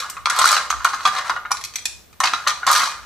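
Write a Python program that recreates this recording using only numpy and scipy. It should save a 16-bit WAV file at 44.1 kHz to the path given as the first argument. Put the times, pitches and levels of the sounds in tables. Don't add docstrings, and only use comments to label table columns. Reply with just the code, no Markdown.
import sys
import numpy as np
from scipy import signal
from scipy.fft import rfft, irfft, next_fast_len
from scipy.io import wavfile
from scipy.ndimage import map_coordinates

SR = 44100
rng = np.random.default_rng(int(sys.argv[2]) if len(sys.argv) > 2 else 0)


def file_out(sig):
    cols = np.atleast_2d(sig).T
    lim = np.clip(cols, -1, 1)
    pcm = np.round(lim * 32767).astype(np.int16)
    wavfile.write(sys.argv[1], SR, pcm)


def elevation(decibels):
    levels = np.asarray(decibels, float)
    return 10 ** (levels / 20)


N = 134505


def unit(x):
    return x / np.sqrt(np.mean(x ** 2) + 1e-20)


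def along(points, hz):
    f, v = np.transpose(points)
    return np.interp(np.log(hz + 1), np.log(f + 1), v)


def filtered(x, response):
    m = next_fast_len(x.shape[-1] + 8192)
    gain = response(np.fft.rfftfreq(m, 1 / SR))
    return irfft(rfft(x, m) * gain, m)[..., :x.shape[-1]]


def pair(alike, length):
    def mid_side_gains(hz):
        angle = np.arccos(np.clip(along(alike, hz), -1, 1)) / 2
        return np.array([np.cos(angle), np.sin(angle)])

    mid, side = filtered(rng.standard_normal((2, length)), mid_side_gains)
    return np.array([mid + side, mid - side])


def train(s, gain):
    place = np.clip(np.round(s * SR).astype(int), 0, N - 1)
    return np.bincount(place, gain, N)


MODE_SCATTER_DB = 2.5


def ring(s, gain, colour_db, modes, spread, count, in_step, group=slice(None)):
    out = np.zeros(N)
    luck = rng.standard_normal((len(s), len(modes)))[group]
    which = rng.integers(0, count, len(s))[group]
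    sign = np.where(rng.random(luck.shape) < in_step, 1, -1)
    detune = 1 + spread * rng.uniform(-1.32, 1, (count, len(modes)))
    for k, (hz, db, t60) in enumerate(modes):
        size = gain * elevation(db + MODE_SCATTER_DB * luck[:, k] + colour_db(hz)) * sign[:, k]
        r = elevation(-60 / (t60 * SR))
        for copy in range(count):
            w = 2 * np.pi * hz * detune[copy, k] / SR
            blows = train(s, size * (which == copy))
            out += signal.lfilter([0, np.sin(w)], [1, -2 * r * np.cos(w), r * r], blows)
    return out


CHATTER_LOSS_DB = 8.5


def chatter(s, db, length, count, lead_db):
    late = np.sort(rng.random((len(s), count)), axis=1) ** 1.4 * (np.arange(count) > 0)
    rebound = late > 0
    scatter_db = 1.2 * rng.standard_normal(late.shape) * rebound
    level = db[:, None] - CHATTER_LOSS_DB * late - lead_db * rebound + scatter_db
    times = s[:, None] + np.asarray(length)[..., None] * late
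    return times.ravel(), elevation(level).ravel()


def struck(s, db, hz, t60, rise_s):
    out, t = np.zeros(N + SR), np.arange(SR // 3) / SR
    for at, level_db, f, life in np.broadcast(s, db, hz, t60):
        envelope = elevation(level_db - 60 * t / life) * (1 - np.exp(-t / rise_s))
        out[round(at * SR):][:len(t)] += envelope * np.sin(2 * np.pi * f * t)
    return out[:N]


# (frequency [Hz], level [dB per Hz])
AIR_SPECTRUM = [(12, -21), (22, -7.5), (65, 2.5), (285, -10.5), (347, -8.5), (2460, -18.5), (10200, -25),
                (15000, -20.5), (16000, -48)]
AIR_DB = -51.5
HUM_HZ, HUM_DB, HUM_LAG = 59.5, -59, 2.5


def room_air():
    noise = pair([(30, 0.14), (300, 0.3), (3000, 0.15)], N)
    air = unit(filtered(noise, lambda hz: elevation(along(AIR_SPECTRUM, hz))))
    sway = map_coordinates(rng.standard_normal(40), [np.arange(N) * 9 / SR])
    lag = HUM_LAG * np.array([[.5], [-.5]])
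    hum = np.sin(2 * np.pi * HUM_HZ * np.arange(N) / SR + 0.23 * sway + lag)
    return elevation(AIR_DB) * air + elevation(HUM_DB + 11.0 * sway[::-1]) * hum


# (time [s], holder level [dB], sticks over holder [dB])
SLIDE_LEVELS = [(0, -24.5, 1), (0.239, -48, -16), (.3, -21, -7.5), (.47, -15, 1.5), (0.578, -14.5, -6.5),
                (.68, -37, -1.5), (1.121, -29, -0.5), (1.19, -14.5, -8.5), (1.229, -29.5, -9),
                (1.277, -19.5, -6), (1.421, -68, -13), (1.65, -48, 3), (2.189, -73.5, -8.5),
                (2.25, -29.5, 0), (2.655, -36, -8), (2.69, -14, -1.5), (2.838, -22, 6), (3.0, -37, -3.5)]
RATTLE_PER_S, RATTLE_SCATTER_DB = 1500, 2


def rattle():
    luck = rng.random((int(RATTLE_PER_S * N / SR), 2))
    s = luck[:, 0] * N / SR
    size_db = -RATTLE_SCATTER_DB * np.log(1 - luck[:, 1])
    at, holder_db, over_db = np.transpose(SLIDE_LEVELS)
    on_holder = elevation(np.interp(s, at, holder_db) + size_db - 15.5)
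    on_sticks = elevation(np.interp(s, at, holder_db + over_db) + size_db - 22.5)
    return s, on_holder, on_sticks


# (time [s], peak level [dB], strongest pitch [Hz])
HOLDER_KNOCKS = [(0.258, -6.5, 1310), (0.271, -5.5, 1180), (0.364, -9.5, 1225), (0.415, -4.5, 1224),
                 (0.442, -2, 1257), (0.456, -3, 1350), (0.476, -8, 985), (0.528, -2.5, 1370),
                 (0.568, -1, 1270), (0.705, -5.5, 1247), (0.727, -12, 1230), (0.739, -14, 1310),
                 (0.851, -4.5, 1280), (0.939, -9.5, 1200), (1.007, -13, 1140), (1.052, -4, 1170),
                 (1.063, -4.5, 1220), (1.185, -23, 1330), (1.297, -5.5, 1250), (1.516, -6, 1154),
                 (2.204, -7, 1163), (2.242, -5.5, 1194), (2.3357, 0, 1343), (2.676, -0.5, 957),
                 (2.687, -9, 1150), (2.701, -3, 1250), (2.717, -0.5, 1190), (2.732, -12, 1310),
                 (2.778, -4.5, 1205), (2.788, -8, 1220), (2.834, -9.5, 1280), (2.874, -12, 1130)]
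# (time [s], peak level [dB], chatter length [s])
RIB_KNOCKS = [(0.168, -18.5, 0.015), (0.299, -6.5, 0.024), (0.389, 1.5, 0.014), (0.804, -17, 0.018),
              (0.847, -5, 0.018), (0.861, -8, 0.024), (0.931, -9, 0.025), (1.074, -5, 0.021),
              (1.3, -7.5, 0.016), (1.363, -11, 0.015), (1.451, -15.5, 0.021), (1.507, -11, 0.018),
              (2.127, -40.5, 0.022), (2.203, -6, 0.019), (2.235, 0.5, 0.023), (2.255, -5.5, 0.022),
              (2.466, -0.5, 0.035), (2.485, -11.5, 0.024), (2.629, -13, 0.026), (2.666, 1, 0.023),
              (2.751, -4.5, 0.022), (2.8, -2, 0.035)]
# (frequency [Hz], level [dB], t60 [s])
HOLDER_MODES = [(580, -16.5, 0.054), (782, -23, 0.084), (920, -37, 0.013), (985, -28, 0.14),
                (1092.4, -0.5, 0.027), (1207, -4, 0.075), (1277, -4.5, 0.027), (1360, -2.5, 0.022),
                (1414.5, -5.5, 0.049), (1646, -10, 0.062), (1830, -7.5, 0.03), (2108, -9, 0.035),
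                (2905, -11.5, 0.049), (3870, -13.5, 0.09)]
HOLDER_SPREAD, KNOCK_DB = 0.023, -10.5
FOCUS_DB = 15
POP_DB, POP_T60 = -0.5, 0.016
CONTACT_S = 0.00023


def holder(slide_s, slide_gain):
    at, db, pitch = np.transpose(HOLDER_KNOCKS)

    def focus(hz):
        return -FOCUS_DB * np.minimum(2 * np.abs(np.log2(hz / pitch)), 1)

    sharp = ring(at, elevation(db + KNOCK_DB + 1.5), focus, HOLDER_MODES, HOLDER_SPREAD, count=2, in_step=0.91)
    pop = struck(at, db + POP_DB, pitch, POP_T60, rise_s=0.00064)
    s, gain = chatter(*np.transpose(RIB_KNOCKS), count=9, lead_db=1.0)
    s, gain = np.r_[s, slide_s], np.r_[elevation(KNOCK_DB - 4) * gain, slide_gain]
    loose = ring(s, gain, lambda hz: 0, HOLDER_MODES, HOLDER_SPREAD, count=4, in_step=.7)
    push = np.exp(-np.log(1000) * (np.arange(-20, 21) / (CONTACT_S * SR)) ** 2)
    return np.convolve(sharp + pop + loose, push / push.sum(), "same")


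# (time [s], peak level [dB], brightness [dB per octave])
STICK_CLICKS = [(0.0024, -20, 4.5), (0.099, -23, 11.5), (0.107, -31, 4), (0.168, -33.5, -13), (0.2571, -7.5, -5),
                (0.2992, -7, 1), (0.363, -17, 4), (0.3887, -6.5, 5), (0.4169, -6.5, -2), (0.4419, -10, -2),
                (0.455, -9.5, 4), (0.4748, -9, 5), (0.489, -6.5, 1), (0.5158, -6, 3.5), (0.528, -12, 1),
                (0.5432, -12, -1), (0.5659, -9.5, -5.5), (0.7024, -7.5, -1), (0.846, -8.5, 1.5),
                (0.854, -15.5, -3), (0.8889, -22.5, -3), (0.9323, -25, -3), (0.9457, -20, -4),
                (1.0055, -28.5, -5), (1.0527, -7.5, -6.5), (1.064, -14.5, -1.5), (1.075, -16, 1),
                (1.1645, -27, -11), (1.1844, -21, -6.5), (1.2961, -15, -4.5), (1.362, -31, -7),
                (1.4573, -35.5, -10),
                (1.509, -22, 0), (1.516, -8, 1.5), (1.57, -21, -3), (1.6119, -23, 0), (1.639, -17.5, 0),
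          (1.6486, -19, 5), (1.7377, -27, -1), (1.7572, -10, 2.5), (1.7847, -23, -3.5), (1.855, -8, 3),
          (1.8774, -40.5, 9), (2.1283, -38.5, 1.5), (2.2025, -8, 0.5), (2.2368, -7.5, -4.5),
          (2.242, -14, -2), (2.256, -9.5, -2), (2.273, -13.5, -8.5), (2.3355, -11, -8.5),
          (2.4738, -5, -0.5), (2.482, -10.5, -1.5), (2.4965, -11.5, -4), (2.6669, -7.5, 0.5),
          (2.6749, -10, -3), (2.6864, -15, -1), (2.701, -14, -6), (2.7141, -9.5, 8), (2.7289, -10.5, 8.5),
          (2.733, -13, -1), (2.751, -11.5, 3), (2.762, -10, 0), (2.777, -13, 4), (2.798, -17.5, 4)]
# (frequency [Hz], level [dB], t60 [s])
STICK_MODES = [(1940, 0.5, 0.0067), (2464, -2, 0.015), (3370, -2.5, 0.014), (4136, -6, 0.013),
               (4880, -8.5, 0.016), (5740, -0.5, 0.016), (6840, -4, 0.017), (7630, -4.5, 0.015),
               (9640, -11, 0.018), (12130, -11.5, 0.011)]
# (frequency [Hz], level [dB])
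CRACK_SPECTRUM = [(300, -19.5), (1500, -40), (4000, 15.5), (8000, 6), (13500, -9.5), (16200, -27.5)]
STICK_SPREAD, CLICK_DB, CLICK_CHATTER_S = 0.069, -11.5, .014
PIVOT_HZ = 4730
CRACK_DB, CRACK_T60, CRACK_SPLIT_HZ = -3, 0.0098, 6000


def sticks(slide_s, slide_gain):
    at, db, bright = np.transpose(STICK_CLICKS)
    s, gain = chatter(at, db, CLICK_CHATTER_S, count=10, lead_db=7)
    tilt = np.r_[np.repeat(bright, len(s) // len(at)), 0 * slide_s - 1.5]
    stick = np.arange(len(s)) // (len(s) // (2 * len(at)))
    same = np.r_[stick, len(s) + np.arange(len(slide_s))]
    s, gain = np.r_[s, slide_s], np.r_[elevation(CLICK_DB) * gain, slide_gain]

    def burst(lean):
        decay = elevation(-60 / (CRACK_T60 * SR))
        envelope = signal.lfilter([1], [1, -decay], train(s, gain * elevation(lean * tilt)))
        return envelope * rng.standard_normal(N)

    def crack_bands(hz):
        upper = 1 / (1 + (CRACK_SPLIT_HZ / (hz + 1)) ** 4)
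        return elevation(along(CRACK_SPECTRUM, hz)) * [1 - upper, upper]

    def brightness(hz):
        return tilt * np.log2(hz / PIVOT_HZ)

    crack = filtered(np.array([burst(-.4), burst(1.1)]), crack_bands).sum(axis=0)
    tone = ring(s, gain, brightness, STICK_MODES, STICK_SPREAD, count=6, in_step=.5, group=same)
    return tone + elevation(CRACK_DB) * crack


# (time [s], peak level [dB], frequency [Hz], t60 [s])
LONE_RINGS = [(0.001, -42.5, 517, 0.097), (0.169, -27, 1210, 0.089), (0.3, -20, 10000, 0.025),
              (0.3, -23, 5900, .025), (0.39, -17, 3800, 0.04), (0.442, -13, 4600, .03),
              (0.848, -11.5, 1082, 0.077), (0.848, -10, 1367, 0.048), (1.053, -7, 1206, 0.14),
              (1.056, -22, 748, 0.27), (1.053, -20, 1460, 0.045), (1.053, -29, 4194, 0.077),
              (1.13, -29.5, 752, 0.4), (1.298, -15, 1211, .095), (1.297, -22, 1440, 0.053),
              (1.512, -21, 1093, 0.03), (1.516, -19.5, 5647, 0.057), (1.758, -32, 7700, .035),
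              (1.855, -24.5, 2450, .08), (2.129, -47, 2450, 0.065), (2.337, -27.5, 3871, 0.14),
              (2.474, -21, 4183, .045), (2.474, -25, 2342, 0.019), (2.75, -19, 5965, .06),
              (2.786, -25, 5965, .06)]


def free_rings():
    return struck(*np.transpose(LONE_RINGS), rise_s=0.00078)


# (frequency [Hz], likeness [-1 to 1])
SCATTER_ALIKE = [(1000, 1), (3000, 0.12), (10000, -0.77)]
# (frequency [Hz], level [dB])
SCATTER_SPECTRUM = [(1500, -3.5), (2500, -0.5)]
COUNTER_S, COUNTER_DB = 0.0058, -2


def counter(near, size=2048, order=512):
    x = filtered(near, lambda hz: elevation(along(SCATTER_SPECTRUM, hz)))
    out = np.zeros((2, N + SR))
    for a in range(0, N, size):
        z = pair(SCATTER_ALIKE, order) * np.exp(-np.arange(order) / (COUNTER_S * SR))
        echo = signal.fftconvolve(x[None, a:a + size], z / np.linalg.norm(z[0]), axes=1)
        out[:, a:a + echo.shape[1]] += echo
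    return elevation(COUNTER_DB) * out[:, :N]


# (frequency [Hz], t60 [s])
KITCHEN_T60 = [(200, 0.92), (1000, 0.35), (4000, 0.42), (10000, 0.39), (16000, 0.033)]
# (frequency [Hz], likeness [-1 to 1])
KITCHEN_ALIKE = [(100, 0.23), (1000, 0.89), (2500, 0.5), (8000, 0.047)]
KITCHEN_DB, KITCHEN_DELAY_S = -6, .004


def kitchen(x, size=8192):
    out, delay = np.zeros((2, N + 2 * SR)), round(KITCHEN_DELAY_S * SR)
    for a in range(0, N, size):
        hz, t, z = signal.stft(pair(KITCHEN_ALIKE, SR * 2 // 3), SR, nperseg=256)
        fade = elevation(-60 * t / along(KITCHEN_T60, hz)[:, None])
        tail = signal.istft(z * fade, SR, nperseg=256)[1]
        wet = signal.fftconvolve(x[None, a:a + size], tail / np.linalg.norm(tail[0]), axes=1)
        out[:, a + delay:a + delay + wet.shape[1]] += wet
    return elevation(KITCHEN_DB) * out[:, :N]


# (time [s], peak level [dB])
JOLTS = [(0.561, -45.5), (0.699, -47), (0.846, -49), (0.932, -40), (1.06, -36), (1.089, -41),
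         (2.196, -39.5), (2.245, -37), (2.331, -35), (2.389, -50), (2.472, -49), (2.67, -35), (2.719, -41),
         (2.797, -39.5)]
# (frequency [Hz], level [dB], t60 [s])
COUNTER_MODES = [(165, -6.5, 0.082), (215.6, -0.5, 0.085), (291, -1, 0.063), (394, -5, 0.037)]
THUD_DB, THUD_RISE_S = -3.5, .003


def thuds():
    s, db = np.transpose(JOLTS)[..., None]
    hz, mode_db, t60 = np.transpose(COUNTER_MODES)
    luck = rng.standard_normal((2, len(s), len(hz)))
    level = db + mode_db + THUD_DB + 3 * luck[0]
    return struck(s, level, hz * (1 + 0.063 * luck[1]), t60, THUD_RISE_S)


BODIES_HIGHPASS_HZ = 798


def scene():
    air = room_air()
    s, on_holder, on_sticks = rattle()
    small = signal.butter(3, BODIES_HIGHPASS_HZ, "high", fs=SR, output="sos")
    bodies = signal.sosfilt(small, holder(s, on_holder) + sticks(s, on_sticks))
    near = bodies + free_rings() + thuds()
    return near + counter(near) + kitchen(near) + air


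def top_cut(x):
    return signal.sosfilt(signal.butter(12, 16680, fs=SR, output="sos"), x)


# (frequency [Hz], level [dB])
MIC_RESPONSE = [(15000, 0), (15800, -6), (16300, -14.5), (16800, -25.5)]
TOP, KNEE = 1.03, 8


def record(dry):
    clipped = dry / (1 + np.abs(dry / TOP) ** KNEE) ** (1 / KNEE)
    mix = filtered(clipped, lambda hz: elevation(along(MIC_RESPONSE, hz)))
    return top_cut(mix)


dry = scene()
out = record(dry)
file_out(out)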